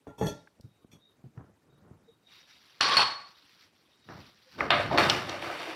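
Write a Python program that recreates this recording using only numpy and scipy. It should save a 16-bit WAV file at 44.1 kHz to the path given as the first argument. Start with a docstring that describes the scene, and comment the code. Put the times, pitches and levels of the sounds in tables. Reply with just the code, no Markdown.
"""A drinking glass and kitchen utensils handled on a stone worktop, in a small hard kitchen.
The microphone is a phone resting on the same worktop: dull thuds and a rattle of loose metal come
first, a sleeve brushes the stone, the glass is set down, slides and clinks, then
utensils knock and scrape. Blows ring tuned modes, friction is random grains through flickering bands,
and a short diffuse echo answers. A faint whistle and a few hollow notes pass over low room air."""
import sys
import numpy as np
from scipy import signal
from scipy.io import wavfile

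SR = 44100
rng = np.random.default_rng(int(sys.argv[2]) if len(sys.argv) > 2 else 0)


def pcm_store(signal):
    """Save signal as 16-bit PCM."""
    levels = np.round(np.clip(np.atleast_2d(signal), -1, 1) * 32767)
    wavfile.write(sys.argv[1], SR, levels.astype(np.int16).T)


def boost_factor(decibels):
    """Convert a level in decibels to a linear amplitude factor."""
    exponent = np.asarray(decibels, float) / 20
    return 10 ** exponent


N = 253575

# edges of the third-octave bands, f/Hz
BANDS = 30 * 2 ** np.arange(0, 9.1, 1 / 3)
# modes of the drinking glass: f/Hz, relative level/dB, t60/s
GLASS_MODES = [(1094, 0, .3), (1119, -1, .27), (1150, -1, .3), (830, -15, .3), (3260, -9, .05),
               (4282, -5, .07), (4365, -3, .42), (4385, -8, .25), (9189, -23, .22)]
# friction of the glass sliding on the stone: t/s, level/dB
GLASS_SLIDE = [(2.808, -20), (2.84, -21), (2.945, -21), (2.966, -24.5), (2.972, -17), (3.02, -18.5),
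               (3.066, -28.5), (3.16, -39.5), (3.3, -55.5)]
# drags of the utensils: t/s, held/s, level/dB, tilt/dB per octave
DRAGS = [(4.589, 0.012, -35, -3.5), (4.604, 0.0023, -31, -5.5), (4.71, 0.1, -29, 0),
         (4.916, 0.094, -26, -6), (4.984, 0.0021, -15.5, 1), (5.094, 0.0036, -22.5, 1.5),
         (5.29, 0.053, -32, 0.5), (5.421, 0.13, -33, 1.5), (5.59, 0.12, -33, 1)]
# hollow resonances of the utensils: f/Hz, width/Hz, relative level/dB
UTENSIL_MODES = [(340.4, 30, 7), (587.4, 31.5, 4), (694, 29, 2.5), (1200, 90, 1), (1510, 35, -2),
                 (1720, 35, -4), (2080, 80, -5), (2780, 60, -7), (3620, 110, -7), (4340, 110, -11)]
SHIFTING_DB = 3   # spread of the resonances' waxing and waning as the contact point moves


def rms_one(x):
    """Scales to rms 1."""
    return x / np.sqrt(np.mean(x ** 2) + 1e-24)


def in_time(table):
    """A level curve joined by straight lines; silent outside it."""
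    s, db = np.transpose(table)
    return np.interp(np.arange(N) / SR, s, db, left=-130, right=-130)


def at_hz(points, hz):
    """Reads a curve over log frequency."""
    curve_hz, value = np.transpose(points)
    return np.interp(np.log(hz), np.log(curve_hz), value)


def band(x, low_hz, high_hz):
    """Band-pass with gentle skirts."""
    edges_hz = [max(low_hz, 15), min(high_hz, 19000)]
    return signal.sosfilt(signal.butter(2, edges_hz, "band", fs=SR, output="sos"), x)


def drift(rate_hz):
    """Slow random wander of spread 1, computed at every 40th sample."""
    r = np.exp(-2 * np.pi * rate_hz * 40 / SR)
    noise = rng.standard_normal(N // 40 + 2002)
    slow = signal.lfilter([1], [1, -2 * r, r * r], noise)[2000:]   # past the filter's start
    return np.interp(np.arange(N) / 40, np.arange(len(slow)), rms_one(slow))


def ring(clicks, hz, t60):
    """One mode: a unit click sets a decaying sine of height 1 ringing."""
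    r = boost_factor(-60 / (t60 * SR))
    w = 2 * np.pi * hz / SR
    return signal.lfilter([0, np.sin(w)], [1, -2 * r * np.cos(w), r * r], clicks + 1e-18)


def resonance(x, hz, width_hz):
    """Two-pole resonance with gain 1 at the centre."""
    r = np.exp(-np.pi * width_hz / SR)
    top = [(1 - r * r) / 2, 0, (r * r - 1) / 2]
    return signal.lfilter(top, [1, -2 * r * np.cos(2 * np.pi * hz / SR), r * r], x)


def grains(per_s, spread_db):
    """Tiny contacts: random clicks of uneven size and either sign; rms 1."""
    sizes = boost_factor(spread_db * np.minimum(rng.exponential(1, N), 4)) * rng.choice([-1, 1], N)
    return rms_one(sizes * (rng.random(N) < per_s / SR))


def gestures(s, held_s, db, rise, fall):
    """Each gesture rises to its level by s, holds and falls (dB per s); one row of power each."""
    t = np.arange(0, N + 20, 20) / SR   # every 20th sample
    s, held_s, db, fall = (np.reshape(v, (-1, 1)) for v in (s, held_s, db, fall))
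    before, after = np.maximum(s - t, 0), np.maximum(t - s - held_s, 0)
    return boost_factor(2 * (db - rise * before - fall * after)) + 1e-15


def full(slow):
    """From every 20th sample to every sample."""
    return np.interp(np.arange(N) / 20, np.arange(len(slow)), slow)


def level(s, held_s, db, rise, fall):
    """Summed level of the gestures in dB."""
    return full(10 * np.log10(gestures(s, held_s, db, rise, fall).sum(axis=0)))


def stroke(level_db, colour, per_s, spread_db, patchy_db, tilt_db=np.zeros(N)):
    """Grains through third-octave bands; five slow flickers shared among them; tilt pivots at 1 kHz."""
    part = slice(*np.flatnonzero(level_db > -125)[[0, -1]])   # only the audible stretch
    sources = [grains(per_s, spread_db) for _ in range(2)]
    flicker = [drift(25) for _ in range(5)]
    out, power = np.zeros(N), 0
    for k, (low, high) in enumerate(zip(BANDS, BANDS[1:])):
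        hz = np.sqrt(low * high)
        colour_db = at_hz(colour, hz)
        power += boost_factor(2 * colour_db) * (high - low)
        gain_db = colour_db + tilt_db[part] * np.log2(hz / 1000) + patchy_db * flicker[k % 5][part]
        out[part] += boost_factor(gain_db) * band(sources[k % 2][part], low, high)
    return out * boost_factor(level_db) * np.sqrt(SR / 2 / power)


def struck(blows, modes):
    """Every blow rings every mode, with a strength of its own."""
    s, db = np.transpose(blows)
    out = 0
    for hz, mode_db, t60 in modes:
        clicks = np.zeros(N)
        clicks[np.round(s * SR).astype(int)] = boost_factor(db + mode_db + rng.normal(0, 1.5, len(s)))
        out = out + ring(clicks, hz, t60)
    return out


def room_air():
    """Steady low noise of the kitchen, a grain at every sample, flickering slightly."""
    # colour of the air: f/Hz, relative level/dB per Hz
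    air_colour = [(25, -12.5), (100, -4), (300, -4), (900, -12.5), (2000, -17), (3000, -21), (4000, -22.5),
                  (8000, -26.5), (15500, -33)]
    return stroke(np.full(N, -65.5), air_colour, per_s=45000, spread_db=-2.5, patchy_db=2.8)


def thuds():
    """A soft push rings the slab at one low pitch, with a puff of noise around that pitch."""
    # pushes carried by the worktop: t/s, level/dB, f/Hz, t60/s
    pushes = [(0.069, -33, 433, 0.045), (0.212, -23, 435, 0.15), (0.598, -30.5, 117, 0.032),
              (0.639, -41, 112.2, 0.24), (0.845, -29.5, 187, 0.019), (0.932, -37.5, 154, 0.045),
              (0.951, -46, 126, .07), (1.24, -36, 137.4, 0.16), (1.374, -32, 121, 0.087),
              (1.909, -34, 123, 0.042), (2.81, -49, 106, 0.55), (2.968, -39, 115.6, 0.42),
              (4.088, -42, 248, 0.26)]
    out, t = np.zeros(N), np.arange(SR // 3) / SR
    for s, db, hz, t60 in pushes:
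        decay = boost_factor(-60 * t / t60) * np.minimum(t / 0.001, 1)   # 1 ms onset
        puff = rms_one(band(rng.standard_normal(len(t)), hz * 0.7, hz * 1.55))
        i = round(s * SR)
        out[i:i + len(t)] += boost_factor(db) * decay * (np.sin(2 * np.pi * hz * t) + 0.96 * puff)
    return out


def rattle():
    """Dense small contacts drive loose metal, each mode in its own moments, with a dry chatter."""
    # jolts: t/s, held/s, jingle level/dB (modes above 2 kHz), body level/dB (modes below)
    jolts = [(0.071, 0.017, -69.5, -47.5), (0.183, 0.018, -52, -42.5), (0.212, 0.061, -49.5, -30),
             (0.261, 0.028, -42.5, -42), (0.917, 0.016, -60.5, -87)]
    # modes of the loose metal: f/Hz, relative level/dB, t60/s
    metal_modes = [(183, 3, .05), (300, 3, .04), (436, 1, .04), (587, 2, .028), (845, -3, .04),
                   (1378, -16, .2), (1750, -11, .025), (2440, -11, .06), (2643, -7, .05), (3345, 0, .07),
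                   (3480, -1, .06), (4404, -6, .07), (5780, 1, .035), (6060, -3, .045), (6620, -2, .045),
                   (8200, -2, .015), (11300, -3, .01)]
    s, held_s, jingle_db, body_db = np.transpose(jolts)
    taps = grains(6000, 3.5)
    jingle = taps * boost_factor(level(s, held_s, jingle_db, rise=3000, fall=341))
    body = taps * boost_factor(level(s, held_s, body_db, rise=4001.5, fall=223))
    rings = 0
    for hz, db, t60 in metal_modes:
        drive = (jingle if hz > 2000 else body) * boost_factor(SHIFTING_DB * drift(4.7))
        rings = rings + boost_factor(db - 21.5) * ring(drive, hz, t60)
    chatter = boost_factor(-4.0) * band(jingle, 1500, 9000)
    return rings + chatter


def kitchen(x):
    """Diffuse echo of hard walls: noise dying octave by octave, energy 1, after a few milliseconds."""
    # decay curve of the room: f/Hz, t60/s; each octave reads it at 2.9 times its lower edge
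    room_decay = [(100, 0.19), (500, 0.4), (2000, 0.58), (6000, 0.37), (15000, 0.63)]
    t, echo = np.arange(SR) / SR, 0
    for low in BANDS[:-1:3]:
        decay = boost_factor(-60 * t / at_hz(room_decay, 2.9 * low))
        echo = echo + band(rng.standard_normal(SR), low, 2 * low) * decay
    echo = echo * np.clip((t - .004) / 0.0067, 0, 1)
    return signal.fftconvolve(x, echo / np.sqrt(np.sum(echo ** 2)))[:N]


def knocks():
    """Hard contact: a sharp pulse and a short noise burst in its own range; the room gets the clean pulse."""
    # contacts on stone: t/s, level/dB, lowest f/Hz, highest f/Hz, room send/dB against the contact
    contacts = [(0.268, -23.5, 1440, 10200, -5), (0.473, -41.5, 740, 2120, -47),
                (0.61, -33, 3500, 15300, -8), (1.376, -41, 252, 1770, -0.5), (2.806, -16, 800, 2200, -12),
                (2.809, 0, 930, 6400, -1.5), (2.862, -16, 900, 4600, -8), (2.96, -32, 2490, 5500, -27),
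                (2.969, -6, 983, 4600, -16), (2.993, -5.5, 685, 1700, -3), (3.02, -10.5, 814, 3700, -3),
                (4.088, -30, 252, 2110, 6), (4.606, -9, 866, 2260, -8), (4.705, -1, 510, 4140, 0.5),
                (4.797, -15.5, 470, 1440, -39), (4.912, -17, 480, 1030, 3.5), (4.976, -8, 507, 5050, -9),
                (4.983, -3, 550, 2900, -8), (5.098, -2, 2400, 7450, -13.5), (5.118, -38, 347, 1880, -17),
                (5.294, -19.5, 3020, 8200, -8), (5.425, -24.5, 400, 2630, 4), (5.5, -24.5, 337, 1800, -6)]
    burst_s = 0.0028   # decay of the noise burst
    direct, send, t = np.zeros(N), np.zeros(N), np.arange(SR // 10) / SR

    def shape(x, low_hz, high_hz):
        """The contact's range, its wider skirt and a faint broad floor."""
        skirt = band(x, low_hz, high_hz)
        return band(skirt, low_hz, high_hz) + boost_factor(-21.5) * skirt + boost_factor(-46.5) * band(x, 196, 11000)

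    for s, db, low_hz, high_hz, room_db in contacts:
        noise = rng.standard_normal(len(t)) * np.exp(-t / burst_s)
        noise[0] -= 4.0   # the sharp pulse
        crack = shape(noise, low_hz, high_hz)
        crack *= boost_factor(db) / np.abs(crack).max()
        i = round(s * SR)
        direct[i:i + len(t)] += crack
        pulse = shape(-1. * (t == 0), low_hz, high_hz)
        steep = signal.butter(8, min(1.1 * high_hz, 19000), fs=SR, output="sos")
        pulse = signal.sosfilt(steep, pulse)
        same_energy = np.sqrt(np.sum(crack ** 2) / np.sum(pulse ** 2))
        send[i:i + len(t)] += boost_factor(room_db) * pulse * same_energy
    return direct, send


def whistle():
    """A faint thin whistle comes and goes: noise twice through one narrow resonance."""
    # swells of the whistle: t/s, held/s, level/dB
    swells = [(.345, 0.056, -66), (.62, 0.21, -75), (1.025, 0.046, -60), (1.7, 0.073, -74),
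              (2.089, 0.0043, -61), (2.27, 0.14, -57), (2.52, 0.038, -60), (3.361, 0.012, -60),
              (3.92, 0.03, -65), (4.03, 0.24, -65.5)]
    hz, width_hz = 3757, 130
    once = resonance(rng.standard_normal(N), hz, width_hz)
    db = level(*np.transpose(swells), rise=511, fall=214.5)
    return boost_factor(db) * rms_one(resonance(once, hz, width_hz))


def rumble():
    """The slab rumbles while things shift on it: sparse grains, mostly low."""
    # shifts: t/s, held/s, level/dB, fall/dB per s
    shifts = [(.92, 0.053, -55, 242), (1.19, 0.041, -58, 190), (1.394, 0.0063, -45, 134),
              (1.68, 0.14, -58.5, 52), (1.832, 0.11, -53, 101), (4.127, 0.026, -40, 137),
              (4.61, 0.39, -33.5, 200), (4.94, 0.19, -29, 144), (5.23, 0.017, -38.5, 35)]
    # colour of the rumble: f/Hz, relative level/dB per Hz
    slab_colour = [(25, -7.5), (60, -9.5), (110, -0.5), (300, -7.5), (700, -19), (1400, -22), (3000, -61.5)]
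    s, held_s, db, fall = np.transpose(shifts)
    curve = level(s, held_s, db, 320, fall)
    return stroke(curve, slab_colour, per_s=270, spread_db=3.0, patchy_db=2.0)


def hoots():
    """Short hollow notes: sines that swell and fade."""
    # notes: t/s of the middle, level/dB, f/Hz, swell/s
    notes = [(2.095, -46.5, 458.5, 0.014), (4.48, -52.5, 520, 0.015), (4.55, -49, 1524, 0.013)]
    t, out = np.arange(N) / SR, 0
    for s, db, hz, swell in notes:
        out = out + boost_factor(db) * np.exp(-((t - s) / swell) ** 2) * np.sin(2 * np.pi * hz * t)
    return out


def sleeve():
    """Cloth brushes the stone: dense, very uneven grains."""
    # brushes: t/s, held/s, level/dB
    brushes = [(2.312, 0.1, -51.5), (2.49, 0.067, -52), (2.62, 0.25, -54.5), (3.27, 0.27, -56),
               (3.6, 0.028, -53), (3.742, 0.74, -64), (4.1, 0.18, -52.5), (4.38, 0.34, -58.5),
               (4.52, 0.15, -52)]
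    # colour of the cloth: f/Hz, relative level/dB per Hz
    cloth_colour = [(200, -21.5), (500, -15.5), (1100, -3), (2000, -1.5), (3800, 1), (5600, -4),
                    (8500, -14.5), (12000, -8), (15500, -14)]
    curve = level(*np.transpose(brushes), rise=319, fall=170)
    return stroke(curve, cloth_colour, per_s=8900, spread_db=5.5, patchy_db=2.5)


def slide():
    """Friction grains of the glass base on the stone."""
    # colour of the slide: f/Hz, relative level/dB per Hz
    base_colour = [(50, -42), (200, -10), (500, -5), (1100, 1), (2000, -2.5), (4300, 0), (6000, -16.5),
                   (9000, -14.5), (15500, -59)]
    return stroke(in_time(GLASS_SLIDE), base_colour, per_s=6000, spread_db=3.5, patchy_db=3.0)


def glass():
    """Blows strike every mode; grit under the sliding base keeps them singing until the ringing is cut short."""
    # blows: t/s, level/dB, extra level/dB of the modes above 2 kHz
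    blows = [(2.809, -22, 5), (2.969, -29, 18)]
    ring_end_s = 3.28   # the ringing is faded out quickly from here
    s, blow_db, high_db = np.transpose(blows)
    at = np.round(s * SR).astype(int)
    grit, out = grains(5000, 3.0) * boost_factor(in_time(GLASS_SLIDE)), np.zeros(N)
    for hz, db, t60 in GLASS_MODES:
        # the grit drives the high modes less
        drive = boost_factor(-35.5 - 1 * (hz > 2000) - 8 * (hz > 8000)) * grit
        drive[at] += boost_factor(blow_db + high_db * (hz > 2000) + rng.normal(0, 1, len(at)))
        out += boost_factor(db) * ring(drive, hz, t60)
    return out * boost_factor(-400 * np.maximum(np.arange(N) / SR - ring_end_s, 0))


def utensils():
    """A scrape also sounds the hollow resonances of what is dragged; a dark drag drives the low ones hardest."""
    # colour of the scrape: f/Hz, relative level/dB per Hz
    scrape_colour = [(100, -46), (300, 4), (700, 6.5), (1500, 2), (3000, -2), (4400, -13.5), (5000, -16),
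                     (9000, -15), (15500, -26)]
    s, held_s, db, tilt = np.transpose(DRAGS)
    power = gestures(s, held_s, db, rise=1194, fall=86)
    total = power.sum(axis=0)
    level_db = full(10 * np.log10(total))
    tilt_db = full(tilt @ power / total)   # the drags' tilts, weighted by power
    taps, hollow = grains(4000, 5.0) * boost_factor(level_db), 0
    for hz, width_hz, mode_db in UTENSIL_MODES:
        push_db = SHIFTING_DB * drift(5.7) - 0.5 * tilt_db * (hz < 1000)
        hollow = hollow + boost_factor(mode_db + 10.0) * resonance(taps * boost_factor(push_db), hz, width_hz)
    friction = stroke(level_db, scrape_colour, per_s=4000, spread_db=3.6, patchy_db=1.5, tilt_db=tilt_db)
    return friction + hollow


def clang(blows):
    """Blows after the first drag's time land on the utensils and sound the same resonances."""
    late = blows * (np.arange(N) / SR > DRAGS[0][0])
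    return sum(boost_factor(db + 6.5) * resonance(late, hz, width_hz) for hz, width_hz, db in UTENSIL_MODES)


def held_clinks():
    """The glass touched while a hand holds it: only modes above 2 kHz ring, and briefly."""
    # touches: t/s, level/dB
    touches = [(4.705, -29), (4.983, -20)]
    longest_t60_s = 0.18
    return struck(touches, [(hz, db, min(t60, longest_t60_s)) for hz, db, t60 in GLASS_MODES if hz > 2000])


def tapped_utensil():
    """A tap rings the high modes of one utensil."""
    # taps: t/s, level/dB
    utensil_taps = [(5.098, -18)]
    # modes of the tapped utensil: f/Hz, relative level/dB, t60/s
    tap_modes = [(2880, 0, .09), (3050, 0, .05), (5210, -7, .1), (5320, -2, .05)]
    return struck(utensil_taps, tap_modes)


def treble_lowered(x):
    """A steep shelf lowers the treble of contacts, friction and echo."""
    shelf_hz, shelf_db = 5760, -10.5
    below = signal.sosfilt(signal.ellip(6, 1, 50, shelf_hz, fs=SR, output="sos"), x)
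    above = signal.sosfilt(signal.ellip(6, 1, 50, shelf_hz, "high", fs=SR, output="sos"), x)
    return below + boost_factor(shelf_db) * above


def scene():
    """Contacts, most friction and echo have their treble lowered; ringing, bumps and the rest do not."""
    air = room_air()
    bumps = thuds() + rattle()
    direct, send = knocks()
    ringing = glass() + held_clinks() + tapped_utensil()
    room = kitchen(send + clang(send) + boost_factor(-16) * ringing + boost_factor(-19) * bumps)
    worktop = treble_lowered(direct + boost_factor(-0.5) * clang(direct) + room + slide() + utensils() + sleeve())
    return (worktop + ringing + bumps + rumble() + whistle() + hoots() + air)[None]


def low_pass(x):
    """Removes everything above the highest recorded frequency."""
    return signal.sosfilt(signal.butter(12, 15800, fs=SR, output="sos"), x)


def record(dry):
    """The phone's microphone drops the deepest bass and rounds the peaks."""
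    no_bass = signal.lfilter(*signal.butter(3, 62.0, "high", fs=SR), dry)
    mix = 0.66 * np.tanh(no_bass / 1.34)
    return low_pass(mix)


dry = scene()
out = record(dry)
pcm_store(out)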